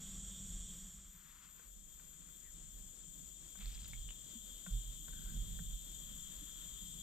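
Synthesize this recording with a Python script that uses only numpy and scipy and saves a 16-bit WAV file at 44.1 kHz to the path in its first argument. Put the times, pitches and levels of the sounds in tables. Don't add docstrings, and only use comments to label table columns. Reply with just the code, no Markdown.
import sys
import numpy as np
from scipy import signal
from scipy.fft import rfft, irfft, next_fast_len
from scipy.io import wavfile
from scipy.ndimage import map_coordinates

SR = 44100
rng = np.random.default_rng(int(sys.argv[2]) if len(sys.argv) > 2 else 0)


def log_audio(samples):
    frames = np.atleast_2d(samples).T
    limited = np.clip(frames, -1, 1)
    pcm = np.round(limited * 32767).astype(np.int16)
    wavfile.write(sys.argv[1], SR, pcm)


N = 309582
TIME = np.arange(N) / SR


def amp(db):
    return 10 ** (np.asarray(db) / 20)

def unit(x):
    return x / np.sqrt(np.mean(x ** 2) + 1e-30)

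def noise():
    return rng.standard_normal((2, N))

def wobble(rate):
    return map_coordinates(rng.standard_normal(int(N * rate / SR) + 4), [TIME * rate])

def ramp(start, length):
    return np.clip((TIME - start) / max(length, 1e-3), 0, 1)

def stroke(start, length, attack, release):
    return ramp(start, attack) * (1 - ramp(start + length, release))

def filtered(x, response):
    size = next_fast_len(N + SR // 2)
    return irfft(rfft(x, size) * response(np.fft.rfftfreq(size, 1 / SR)), size)[..., :N]

def coloured(x, points):
    hz, db = np.transpose(points)
    return unit(filtered(x, lambda f: amp(np.interp(np.log(f + 1), np.log(hz), db, -120, -120))))

def resonant(x, modes):
    def response(f):
        return sum(amp(db) * abs(f * width / (hz * hz - f * f + 1j * f * width)) ** 2
                   for hz, width, db in modes)
    return unit(filtered(x, response))

def placed(pair, left_db, width, lag=0):
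    shared, diffuse = pair
    left, right = amp(left_db / 2), amp(-left_db / 2)
    side = width * diffuse + lag * filtered(shared, lambda hz: -1j)
    norm = np.hypot(left + right, np.hypot(width, lag) * (left - right))
    return 2 * np.array([left * (shared + side), right * (shared - side)]) / norm

def forest(x, t60):
    t = np.arange(SR // 2) / SR
    tail = rng.standard_normal((2, len(t))) * amp(-60 * t / t60)
    return signal.fftconvolve(x[None], tail / np.linalg.norm(tail[0]), axes=1)[:, :N]

def nearby(x, left_db, wet_db):
    return placed([x, 0 * x], left_db, width=0, lag=0.7) + amp(wet_db) * forest(x, t60=0.19)

def ambiences():
    centred = (1 - ramp(start=0.69, length=0.87)) ** 2
    wide = 1 - np.exp(-np.maximum(TIME - 0.39, 0) / 2.8)
    return centred, wide

def presence(centred_db, wide_db):
    centred, wide = ambiences()
    return np.hypot(amp(centred_db) * centred, amp(wide_db) * wide)

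def openness():
    centred, wide = ambiences()
    return wide ** 2 / (wide ** 2 + centred ** 2 + 1e-12)


# (frequency [Hz], relative spectral level [dB])
RIVER_SPECTRUM = [(120, 1), (220, 5), (300, 8), (420, 1.5), (600, 0), (800, -6), (1100, -1.5), (1500, -1.5),
                  (2200, -3.5), (4500, -0.5), (8000, -13.5), (11000, -9), (15000, -3)]

def river():
    wash = coloured(noise(), RIVER_SPECTRUM) * amp(0.64 * wobble(3.27) + 1.6 * wobble(18))
    gurgle = filtered(wash, lambda hz: 1 / (1 + (hz / 750) ** 4))
    hiss = filtered(wash, lambda hz: 1 - 1 / (1 + (hz / 3600) ** 6))
    middle = wash - gurgle - hiss
    spread = openness()
    return (presence(-66.5, -66) * placed(gurgle, -5.5 * spread, 0.45 * spread, lag=0.93 * spread)
            + presence(-66.5, -68.5) * placed(middle, 0.37 * spread, 0.69 * spread, lag=0.46 * spread)
            + presence(-68.5, -69.5) * placed(hiss, 7 * spread, 0.6 * spread, lag=0.69 * spread))

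def chirrup(start, hz, db):
    t = np.clip(TIME - start, -0.2, 0.2)
    pitch = hz * np.exp(-1.6 * t + 0.079 * wobble(900))
    return amp(db) * np.exp(-(t / 0.032) ** 2) * np.sin(2 * np.pi * np.cumsum(pitch) / SR)

def swarm(click_rate, jitter, swell_db, count):
    pair = np.zeros((2, N))
    for _ in range(count):
        rate = click_rate * np.exp(0.2 * rng.standard_normal() + 0.02 * wobble(5) + jitter * wobble(150))
        clicks = np.diff(np.floor(np.cumsum(rate) / SR), prepend=0)
        pair += forest(clicks * amp(swell_db * wobble(12)), t60=0.083)
    return pair

def chirps(offset_s, sigma_s):
    first_s, period_s = 0.35, 0.402
    from_peak = (TIME - first_s - offset_s + period_s / 2) % period_s - period_s / 2
    return np.exp(-0.5 * (from_peak / sigma_s) ** 2) * np.interp(TIME, [3.8, 4.3], [1, 0])


# (start [s], rise [s], frequency [Hz], bandwidth [Hz], level [dB])
STEADY_KATYDIDS = [(3.45, 0.15, 13700, 430, -70), (4.15, 0.42, 12880, 685, -66)]

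def katydids():
    def rasp(hz, width):
        return resonant(swarm(click_rate=300, jitter=0.25, swell_db=1.7, count=4), [(hz, width, 0)])
    far = amp(-75) * rasp(12600, 1100) + amp(-80.5) * rasp(14050, 700)
    buzz = sum(amp(db) * ramp(start, rise_s) * rasp(hz, width)
               for start, rise_s, hz, width, db in STEADY_KATYDIDS)
    rise = amp(-76) * chirps(offset_s=-0.05, sigma_s=0.029) * rasp(13050, 950)
    top = amp(-69.5) * chirps(offset_s=0, sigma_s=0.061) * rasp(13600, 900)
    fall = amp(-70.5) * chirps(offset_s=0.13, sigma_s=0.054) * rasp(12800, 850)
    return placed(far + buzz + rise + fall, left_db=8.5, width=0.82) + placed(top, left_db=4.5, width=1)

def singers(rows):
    return sum(amp(db) * resonant(noise(), [(hz, width, 0)]) for hz, width, db in rows)


# (frequency [Hz], bandwidth [Hz], relative level [dB])
CRICKET_TONES = [(5564, 81, -25), (5738, 61, -22), (5986, 89, -21.5)]

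def crickets():
    spread = openness()
    trill = placed(singers(CRICKET_TONES), 9 * spread, 0.76 * spread, lag=0.49 * spread)
    return presence(centred_db=-50, wide_db=-56) * trill


# (frequency [Hz], relative spectral level [dB])
SHRILL_SPECTRUM = [(4000, -49), (5300, -28.5), (6100, -23), (6500, -15), (6750, -8.5), (6970, 0),
                   (7300, -2.5), (7800, -5.5), (8150, -12.5), (8450, -7), (8750, -16), (9100, -25),
                   (10500, -33), (12000, -71)]
LOW_SPECTRUM = [(2400, -28), (2850, -19.5), (3020, -9.5), (3160, -1), (3360, -2), (3580, -4), (3750, -11.5),
                (4200, -21.5), (5200, -27)]
# (frequency [Hz], bandwidth [Hz], level re their chorus [dB])
SHRILL_SOLOISTS = [(6920, 22, -19.5), (7300, 29, -20), (8000, 39, -16.5), (8170, 40, -18),
                   (8830, 57, -26.5)]
LOW_SOLOISTS = [(3332, 77, -8), (3579, 25, -8.5), (3920, 31, -20.5), (4150, 25, -26)]

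def cicadas():
    shrill = coloured(swarm(click_rate=420, jitter=0.15, swell_db=0.9, count=10), SHRILL_SPECTRUM)
    shrill += singers(SHRILL_SOLOISTS)
    low = coloured(swarm(click_rate=260, jitter=0.15, swell_db=2, count=7), LOW_SPECTRUM)
    low += singers(LOW_SOLOISTS)
    spread, join_s = openness(), 3.5
    throb_db = 2.4 * (1 - spread) * chirps(offset_s=-0.03, sigma_s=0.079)
    growth_db = ramp(join_s, 0.061) * (5 + 0.46 * (TIME - join_s))
    low *= amp(throb_db + growth_db)
    return (presence(-52, -54) * placed(shrill, 15.4 * spread, 0.82 * spread)
            + presence(-66, -68.5) * placed(low, 4.5 * spread, 0.38 * spread, lag=0.75 * spread))

def swing(start, hz, swell_s):
    t = np.maximum(TIME - start, 0)
    return (t / swell_s * np.exp(1 - t / swell_s)) ** 2 * np.sin(2 * np.pi * hz * t)


# (frequency [Hz], bandwidth [Hz], relative level [dB])
SWAY_MODES = [(23.8, 17, -3), (42, 9.8, 0), (58.5, 17, -12), (96.5, 9.3, -19.5), (117.1, 4.3, -10.5)]
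BOOM_MODES = [(157, 37.6, 3), (198, 40, -4), (225, 72, -21.5)]
# (start [s], duration [s], sway level [dB], boom level [dB])
WEIGHT_SHIFTS = [(2.42, 0.43, -58, -73.5), (3.6, 0.444, -50, -71.5), (5.075, 0.657, -47.5, -60.5),
                 (5.8, 0.54, -59, -68)]
# (time [s], level [dB])
STAND_BUMPS = [(3.619, -43.5), (4.01, -46), (4.698, -33), (4.841, -42), (5.339, -36.5), (5.66, -43)]
# (frequency [Hz], relative level [dB], rise [s])
SWING_MODES = [(42.2, 1, 0.044), (116.2, -14, 0.044)]
# (time [s], level [dB], frequency [Hz])
PLATFORM_THUDS = [(3.585, -55.5, 194), (4.346, -51.5, 230), (4.668, -45.5, 178), (5.01, -64.5, 300),
                  (5.596, -45, 165), (6.409, -61.5, 291)]

def stand():
    sway_gain, boom_gain = presence(-52.5, -57.5), presence(-66, -66)
    for start, length, sway_db, boom_db in WEIGHT_SHIFTS:
        move = stroke(start, length, attack=0.042, release=0.083)
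        sway_gain = np.hypot(sway_gain, amp(sway_db) * move)
        boom_gain = np.hypot(boom_gain, amp(boom_db) * move)
    sway = sway_gain * amp(1.17 * wobble(7.5)) * resonant(noise(), SWAY_MODES)
    hum = np.sin(2 * np.pi * np.cumsum(191 + 6 * wobble(25.17)) / SR)
    hum = hum + 0.5 * resonant(noise(), [(168, 39, 0)])
    boom = boom_gain * resonant(noise(), BOOM_MODES) * amp(2.8 * wobble(14))
    centred, _ = ambiences()
    boom += amp(-58) * centred * hum
    sway[0] += sum(amp(db + mode_db) * swing(start, hz, swell_s)
                   for start, db in STAND_BUMPS for hz, mode_db, swell_s in SWING_MODES)
    boom[0] += sum(amp(db) * swing(start, hz, swell_s=0.015) for start, db, hz in PLATFORM_THUDS)
    boom *= amp(1.2 * wobble(90))
    spread = openness()
    return placed(sway, -4.2 * spread, 0.27 * spread) + placed(boom, -5.5 * spread, 0.59 * spread)


# (frequency [Hz], relative spectral level [dB])
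CLOTH_SPECTRUM = [(600, -28), (1000, -2.5), (1300, 0.5), (2000, -3.5), (3000, -5.5), (6000, -13),
                  (10000, -34)]
# (start [s], duration [s], level [dB])
SLEEVE_BRUSHES = [(.72, 0.43, -77), (1.119, .36, -69.5), (1.503, 0.13, -71), (1.818, 0.86, -78.5),
                  (5.98, 0.82, -75)]

def clothes():
    rubbing = sum(amp(db) * stroke(start, length, attack=0.13, release=0.091)
                  for start, length, db in SLEEVE_BRUSHES)
    rubbing *= amp(1.4 * wobble(40))
    return rubbing * placed(coloured(noise(), CLOTH_SPECTRUM), left_db=3, width=0.27, lag=0.48)


# (frequency [Hz], relative level [dB], 60 dB decay time [s])
POT_MODES = [(470, -9.5, 0.086), (1086, 2, 0.029), (1400, 2.5, 0.041), (1538, 4.5, 0.03), (1800, 3, 0.028),
             (2230, -16, 0.088)]
# (time [s], level [dB])
POT_KNOCKS = [(1.5937, -56), (1.9958, -60), (2.2867, -62), (3.553, -53.5), (4.663, -46), (5.0796, -52),
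              (5.131, -60), (5.257, -62), (5.3376, -64), (5.589, -51.5)]

def pot():
    knocks, t = np.zeros(N + SR), np.arange(SR // 4) / SR
    crack_band = signal.butter(2, [450, 2300], "band", fs=SR)
    onset = 1 - np.exp(-t / 0.002)
    for start, db in POT_KNOCKS:
        ring = sum(amp(mode_db + rng.normal(0, 3.3) - 60 * t / t60)
                   * np.sin(2 * np.pi * (hz * t + rng.random())) for hz, mode_db, t60 in POT_MODES)
        crack = 7 * signal.lfilter(*crack_band, rng.standard_normal(len(t))) * amp(-60 * t / 0.025)
        knocks[round(start * SR):][:len(t)] += amp(db - 8.5) * onset * (ring + crack)
    slide = stroke(start=5.11, length=0.23, attack=0.022, release=0.04) * amp(-75 + 2.7 * wobble(60))
    scrape = slide * resonant(noise(), [(1540, 240, 0)])[0]
    return nearby(knocks[:N] + scrape, left_db=-0.5, wet_db=-7.5)

def splats(rows):
    pings, t = np.zeros(N + SR), np.arange(SR // 16) / SR
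    for start, size, hz, t60 in rows:
        pings[round(start * SR):][:len(t)] += size * np.sin(2 * np.pi * hz * t) * amp(-60 * t / t60)
    return pings[:N]

def gush(start, length, median_hz):
    scatter_octaves, size_range_db, decay_cycles, release_s = 0.27, 21, 14.5, 0.2
    when, size, rank = rng.random(size=(400, 3)).T
    span = length + release_s
    octaves = scatter_octaves * np.log(rank / (1 - rank))
    hz = np.clip(median_hz * 2 ** octaves, 1200, 12000)
    strength = amp(size_range_db * size) * np.sqrt(hz)
    patter = splats(zip(start + when * span, strength, hz, decay_cycles / hz))
    return unit(patter) * np.sqrt(span * SR / N) * stroke(start, length, attack=0.022, release=release_s)


# (start [s], duration [s], level [dB], median frequency [Hz])
WATER_GUSHES = [(3.569, .04, -65, 2960), (3.669, .19, -65.5, 4000)]
# (time [s], level [dB], frequency [Hz], 60 dB decay time [s])
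LARGE_DROPS = [(3.609, -43.5, 3460, 0.0037), (3.658, -40, 4260, 0.004), (3.847, -46, 3720, 0.0076),
               (3.882, -37.5, 12300, 0.003), (3.934, -43, 2230, 0.011), (4.090, -44, 2930, 0.016),
               (4.107, -43, 2930, 0.0065)]

def pouring():
    patter = sum(amp(db) * gush(start, length, hz) for start, length, db, hz in WATER_GUSHES)
    drops = splats((start, amp(db), hz, t60) for start, db, hz, t60 in LARGE_DROPS)
    return nearby(patter, left_db=1.5, wet_db=-8) + nearby(drops, left_db=1, wet_db=-4.5)

def scene():
    surroundings = cicadas() + crickets() + katydids() + river()
    cook = stand() + pot() + pouring() + clothes()
    return surroundings + cook + chirrup(start=2.465, hz=1880, db=-69)

def record(dry):
    return filtered(dry, lambda hz: hz < 15500)


dry = scene()
out = record(dry)
log_audio(out)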